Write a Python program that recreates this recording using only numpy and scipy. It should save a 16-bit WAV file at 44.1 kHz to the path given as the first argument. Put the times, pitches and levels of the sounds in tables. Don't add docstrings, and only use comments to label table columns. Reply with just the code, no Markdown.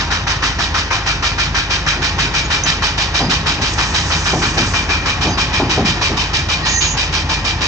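import sys
import numpy as np
from scipy import signal
from scipy.fft import irfft, next_fast_len
from scipy.io import wavfile
from scipy.ndimage import uniform_filter1d

SR = 44100
rng = np.random.default_rng(int(sys.argv[2]) if len(sys.argv) > 2 else 0)


def pcm_store(signal):
    levels = np.round(np.clip(np.atleast_2d(signal), -1, 1) * 32767)
    wavfile.write(sys.argv[1], SR, levels.astype(np.int16).T)


N = 338247
TIME = np.arange(N) / SR
HZ = np.fft.rfftfreq(2 * next_fast_len(N // 2 + 1, True), 1 / SR)


def gain_of(db):
    return 10 ** (np.asarray(db) / 20)


def unit_rms(x):
    return x / np.sqrt(np.mean(x ** 2) + 1e-20)


def at_time(table, time_s=TIME):
    return np.interp(time_s, *np.transpose(table))


def at_pitch(table, hz=HZ, column=1):
    columns = np.transpose(table)
    return np.interp(np.log(hz + 1), np.log(columns[0] + 1), columns[column])


def resonance(pitch_hz, width_hz):
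    return 1 / (1 + (2 * (HZ - pitch_hz) / width_hz) ** 2)


def white_spectrum():
    return rng.standard_normal(len(HZ)) + 1j * rng.standard_normal(len(HZ))


def wander(rate_hz):
    return unit_rms(irfft(white_spectrum() / (1 + (HZ / rate_hz) ** 4))[:N])


def blast(start_s, rise_s, hold_s, decay_s):
    flow = np.zeros(N)
    part = slice(max(round(start_s * SR), 0), round(start_s * SR) + SR // 2)
    age = np.maximum(TIME[part] - start_s, 0)
    swell = np.sin(np.pi / 2 * np.minimum(age / rise_s, 1))
    flow[part] = swell * np.exp(-np.maximum(age - hold_s, 0) / decay_s)
    return flow


# pitch_hz, likeness (0-1), left_lead_rad, left_over_right_db
MIC_PORTS = [(100, 0.97, -0.05, 0.26), (550, 0.93, -0.07, 0.89), (1000, 0.79, -0.5, 1.35),
             (1600, 0.75, -1.07, 2.11), (2000, 0.46, -1.29, 1.79), (2500, 0.36, -2.03, 5.09),
             (3100, 0.26, -4.03, 3.45), (3800, 0.42, -4.25, -5.89), (4600, 0.4, -4.27, -8.79),
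             (5300, 0.4, -5.83, -5.6), (5900, 0.79, -6.27, -5.58), (6650, 0.79, -6.35, -8.4),
             (7200, 0.26, -6.84, -13.35), (8200, 0.07, -6.04, -19.07)]
def port_gains(hz, mono_hz=550):
    lean = gain_of(at_pitch(MIC_PORTS, hz, column=3))
    lead = at_pitch(MIC_PORTS, hz, column=2) * hz ** 4 / (hz ** 4 + mono_hz ** 4)
    return np.array([lean * np.exp(1j * lead), np.ones_like(lean)]) * np.sqrt(2 / (1 + lean ** 2))


def stereo_noise(colour_db):
    likeness = np.clip(at_pitch(MIC_PORTS), 0, 1)
    left = white_spectrum()
    right = likeness * left + np.sqrt(1 - likeness ** 2) * white_spectrum()
    return unit_rms(irfft(np.array([left, right]) * port_gains(HZ) * gain_of(colour_db))[:, :N])


# pitch_hz, t60_s
ECHO_DECAY = [(200, 0.9), (1000, 0.34), (2400, 0.76), (6000, 0.61)]
def far_echoes(x, delay_s=.03):
    taps = rng.standard_normal((2, SR)) * (rng.random((2, SR)) < .02) * (TIME[:SR] > delay_s)
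    hz, age, bands = signal.stft(taps, SR, nperseg=256)
    decay = gain_of(-60 * age / at_pitch(ECHO_DECAY, hz)[:, None])
    tail = signal.istft(bands * decay, SR)[1]
    return signal.fftconvolve(x, tail / np.linalg.norm(tail[0]), axes=1)[:, :N]


# first_delay_ms, last_delay_ms, level_db
NEAR_SURFACES = [(4.2, 4.9, -26.5), (7.6, 6.8, -13), (11.5, 12.6, -15.5), (17, 15.5, -16.5)]
def with_reflections(x):
    out = x.copy()
    for first_ms, last_ms, db in NEAR_SURFACES:
        earlier = TIME - np.linspace(first_ms, last_ms, N) / 1000
        out += gain_of(db) * np.array([np.interp(earlier, TIME, port) for port in x])
    return out


# time_s, level_db
LOAD_CURVE = [(0, -2), (1.5, -2), (2.2, -.5), (3, -0.5), (3.9, 1.2), (5, 1), (5.9, 1), (6.6, -1),
              (7.6, -0.5)]
# pitch_hz, level_db, waver_rad, waver_db, db_per_load_db
DRONE_TONES = [(50.5, -27.5, .22, 1, 0), (69.5, -36, .5, 2, 0), (82.2, -29.5, .4, 2.5, 0),
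               (101, -37, .6, 3, 0), (281, -45, 3, 3, 1.5), (327, -44, 3.5, 3, 1), (681, -49, 3, 3, 1.5),
               (1077, -45, 2.5, 3, 2.5), (1871, -45, 3, 4, 1)]
# pitch_hz, density_db
RUMBLE_COLOUR = [(15, -27), (30, -14), (45, -8), (62, 3.5), (78, -0.5), (115, 0.5), (150, 3), (200, -5.5),
                 (300, -15), (600, -62)]
# pitch_hz, density_db
GRIND_COLOUR = [(150, -15.5), (330, -0.5), (430, -5.5), (500, -4.5), (650, -7.5), (850, 0.5), (1500, -6.5),
                (1870, -2), (2120, -10), (2400, -4.5), (3400, -13), (5800, -16.5), (7000, -23.5),
                (8500, -58.5)]
def machinery():
    load_db = at_time(LOAD_CURVE)
    drone = np.zeros(N)
    for hz, db, waver_rad, waver_db, follow in DRONE_TONES:
        level = gain_of(db + follow * load_db + waver_db * wander(3.5))
        drone += np.sqrt(2) * level * np.sin(2 * np.pi * hz * TIME + waver_rad * wander(3.5))
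    rumble = stereo_noise(at_pitch(RUMBLE_COLOUR)) * gain_of(-26 + 0.78 * load_db + 1.7 * wander(18))
    grind = stereo_noise(at_pitch(GRIND_COLOUR)) * gain_of(-25.5 + load_db + 1.1 * wander(25))
    return drone + rumble + with_reflections(grind)


# pitch_hz, width_hz, lift_db
PORT_RESONANCES = [(362, 69, 4.5), (526, 190, -6), (765, 140, 4)]
def eddy(edge_hz, low_hz=100):
    hollow_db = sum(db * resonance(hz, width) for hz, width, db in PORT_RESONANCES)
    low_cut = (HZ / low_hz) ** 2 / (1 + (HZ / low_hz) ** 2)
    high_cut = 1 / np.sqrt(1 + (HZ / edge_hz) ** 6)
    return unit_rms(irfft(white_spectrum() * low_cut * high_cut * gain_of(hollow_db))[:N])


# start_s, rise_s, level_db, edge_hz
WIND_PUFFS = [(1.95, 0.046, -25, 500), (2.22, 0.034, -24.5, 400), (3.185, 0.046, -16, 750),
              (3.58, .015, -24.5, 600), (4.327, 0.013, -14, 770), (4.56, .022, -18, 700),
              (4.86, 0.049, -29, 553), (5.23, 0.047, -17, 850), (5.595, .0067, -12.5, 880),
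              (5.769, 0.015, -11, 715), (6.09, 0.022, -20.5, 700)]
def wind():
    out = np.zeros(N)
    for start_s, rise_s, db, edge_hz in WIND_PUFFS:
        strike = blast(start_s, rise_s, hold_s=rise_s, decay_s=0.031) * eddy(edge_hz)
        wake = blast(start_s + 0.023, rise_s, hold_s=rise_s, decay_s=0.087) * eddy(edge_hz * 0.34)
        out += gain_of(db) * (strike + gain_of(-3) * wake)
    return out * gain_of([[.3], [-.3]])


# time_s, level_db
LEAK_LEVEL = [(0, -64), (3.58, -52.5), (3.68, -30.5), (4.0, -27), (4.4, -27), (4.76, -27), (4.88, -42),
              (7.7, -69.5)]
# pitch_hz, density_db
LEAK_HISS = [(2000, -17), (4000, -7), (5500, -2.5), (6450, -2), (7200, -10), (8200, -16), (9000, -37)]
def steam_leak(flutter_db=2.0):
    return stereo_noise(at_pitch(LEAK_HISS)) * gain_of(at_time(LEAK_LEVEL) + flutter_db * wander(40))


# start_s, level_db
HITCH_BLOWS = [(2.636, -9)]
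# pitch_hz, level_db, t60_s
HITCH_MODES = [(5200, -10, .015), (6072, 0, .1), (6140, -8, .12), (6750, -11, .12)]
def hitch_clink(rise_s=.001):
    out = np.zeros((2, N))
    for start_s, blow_db in HITCH_BLOWS:
        age = np.maximum(TIME - start_s, 0)
        for hz, db, t60_s in HITCH_MODES:
            envelope = np.minimum(age / rise_s, 1) * gain_of(blow_db + db - 60 * age / t60_s)
            ring = envelope * np.exp(2j * np.pi * hz * age)
            out += (port_gains(hz)[:, None] * ring).imag
    return out


# start_s, length_s, level_db, lowest_hz, highest_hz, fade_share
STEEL_SLIPS = [(2.43, .05, -9.5, 6500, 6700, .8), (3.17, .14, 4.5, 4500, 5000, .6),
               (5.28, .05, 6, 6300, 6500, .8), (5.295, .085, 4.5, 4500, 5000, .7),
               (5.3, .06, -5, 6000, 6300, .8), (5.6, .1, -1.5, 4500, 5000, .6),
               (6.605, .21, 0, 1800, 5000, .5), (6.658, .315, 0, 6000, 7200, .3),
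               (6.72, .095, 7, 1800, 2000, .9), (6.732, .078, 6, 6000, 6300, .3)]
# pitch_hz, width_hz, level_db
STEEL_MODES = [(1872, 9, -28.5), (4187, 22, -32), (4875, 36, -37), (6148, 85, -31), (6420, 110, -40),
               (6622, 65, -28.5), (6745, 100, -32), (7060, 220, -38)]
def steel_squeals(flutter_db=2.5, level_db=4.2):
    out = np.zeros((2, N))
    slip, grip = wander(200), wander(70)
    for start_s, length_s, squeal_db, lowest_hz, highest_hz, fade_share in STEEL_SLIPS:
        part = slice(round(start_s * SR), round((start_s + length_s) * SR))
        for hz, width_hz, db in STEEL_MODES:
            if lowest_hz <= hz <= highest_hz:
                shift = rng.integers(N)
                pitch_hz = hz + width_hz / 2 * np.roll(slip, shift)[part]
                level = gain_of(level_db + squeal_db + db + flutter_db * np.roll(grip, shift)[part])
                envelope = level * signal.windows.tukey(len(pitch_hz), fade_share)
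                tone = envelope * np.exp(2j * np.pi * np.cumsum(pitch_hz) / SR)
                out[:, part] += np.sqrt(2) * (port_gains(hz)[:, None] * tone).real
    return out


def crank_beats(first_s=-.053, turn_s=.3191, return_s=0.1542):
    sag_at_s, sag_lag_s, sag_spread_s = 4.05, 0.0054, 0.22
    for turn_start_s in np.arange(first_s, N / SR, turn_s):
        for stroke in (0, 1):
            due_s = turn_start_s + stroke * return_s
            yield due_s + sag_lag_s * np.exp(-((due_s - sag_at_s) / sag_spread_s) ** 2), stroke


def puffs(level_curve, shapes, return_db, scatter_db):
    power = np.zeros(N)
    for start_s, stroke in crank_beats():
        db = at_time(level_curve, start_s) + stroke * return_db + scatter_db * rng.standard_normal()
        power += (gain_of(db) * blast(start_s, **shapes[stroke])) ** 2
    return np.sqrt(power)


# pitch_hz, width_hz, level_db
STACK_MODES = [(2345, 80, 0), (2410, 80, 0), (2510, 90, -6)]
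# time_s, level_db
RING_CURVE = [(0, -28.5), (1.9, -20), (3.85, -25.5), (4.8, -19.5), (7.6, -24)]
def stack_ring():
    shape = dict(rise_s=0.028, hold_s=0.063, decay_s=0.034)
    flow = puffs(RING_CURVE, (shape, shape), return_db=-0.2, scatter_db=0.9)
    modes = sum(gain_of(db) * resonance(hz, width) for hz, width, db in STACK_MODES)
    return flow * stereo_noise(20 * np.log10(modes)) * gain_of(-.5 + wander(30))


# pitch_hz, density_db
JET_COLOUR = [(500, -31.5), (1000, -14.5), (1800, 1.5), (2120, -3), (2700, 1), (3450, -3), (4600, 2),
              (6050, -2.5), (6550, -7.5), (7100, -11), (7900, -19), (8700, -34), (9300, -65.5)]
# pitch_hz, width_hz, lift_db
STACK_RESONANCES = [(3106, 360, 7.5), (3760, 200, 8.5), (5280, 170, 4)]
# time_s, level_db
JET_CURVE = [(0, -21), (2.0, -19.5), (2.5, -17.5), (4.0, -18.7), (4.6, -21), (5.3, -20), (6.0, -17.5),
             (7.6, -19.5)]
def steam_jet(drift=.012, swap_hz=7):
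    shapes = [dict(rise_s=0.02, hold_s=hold_s, decay_s=0.046) for hold_s in (0.05, 0.051)]
    flow = puffs(JET_CURVE, shapes, return_db=-0.15, scatter_db=0.53)
    blend_rad = wander(swap_hz) + np.pi / 4
    hiss = np.zeros((2, N))
    for stretch, share in ((1 - drift, np.cos(blend_rad)), (1 + drift, np.sin(blend_rad))):
        stack_db = sum(db * resonance(hz * stretch, width) for hz, width, db in STACK_RESONANCES)
        hiss += share * stereo_noise(at_pitch(JET_COLOUR) + stack_db)
    return flow * hiss * gain_of(3 + 1.2 * wander(110))


# pitch_hz, density_db
DEEP_COLOUR = [(100, -12), (300, -1), (540, -4.5), (790, 3), (1050, 6.5), (1350, -2.5), (2000, -50)]
SHARP_COLOUR = [(700, -19), (1000, -10.5), (1300, 2), (1850, 0), (2120, -6.5), (2600, -5), (3400, -23.5),
                (6000, -9.5), (8000, -46.5)]
# time_s, level_db
DEEP_CURVE = [(0, -22), (2.1, -27), (2.7, -24), (5.4, -25), (6.3, -27), (7.6, -26)]
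SHARP_CURVE = [(0, -18.5), (1.6, -19.5), (3.2, -24.5), (3.9, -21), (5.05, -21), (5.9, -29.5), (7.6, -31)]
def exhaust_bark():
    shapes = (dict(rise_s=0.0059, hold_s=0.019, decay_s=0.059),
              dict(rise_s=0.01, hold_s=0.02, decay_s=0.062))
    deep_flow = puffs(DEEP_CURVE, shapes, return_db=-2, scatter_db=0.91)
    sharp_flow = puffs(SHARP_CURVE, shapes, return_db=-0.7, scatter_db=1.3)
    deep = deep_flow * stereo_noise(at_pitch(DEEP_COLOUR))
    sharp = sharp_flow * stereo_noise(at_pitch(SHARP_COLOUR))
    return (deep + sharp) * gain_of(2 + 1.3 * wander(150))


def scene():
    exhaust = with_reflections(exhaust_bark() + stack_ring() + steam_jet())
    engine = exhaust + steel_squeals() + hitch_clink()
    return engine + gain_of(-19) * far_echoes(engine) + machinery() + steam_leak() + wind()


def record(dry, threshold_db=-19, squeeze=0.18, recovery_db_per_s=70, ceiling=.92, edge_hz=9135):
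    power_db = 10 * np.log10(abs(uniform_filter1d((dry ** 2).mean(0), size=300)) + 1e-12)
    fall_db = TIME * recovery_db_per_s
    held_db = np.maximum.accumulate(power_db + fall_db) - fall_db
    over_db = np.maximum(held_db - threshold_db, 0)
    ducked = dry / gain_of(squeeze * uniform_filter1d(over_db, size=200))
    rounded = ducked / (1 + (ducked / ceiling) ** 12) ** (1 / 12)
    low_pass = signal.firwin(511, edge_hz, window=("kaiser", 9), fs=SR)
    return signal.oaconvolve(rounded, low_pass[None], "same")


dry = scene()
out = record(dry)
pcm_store(out)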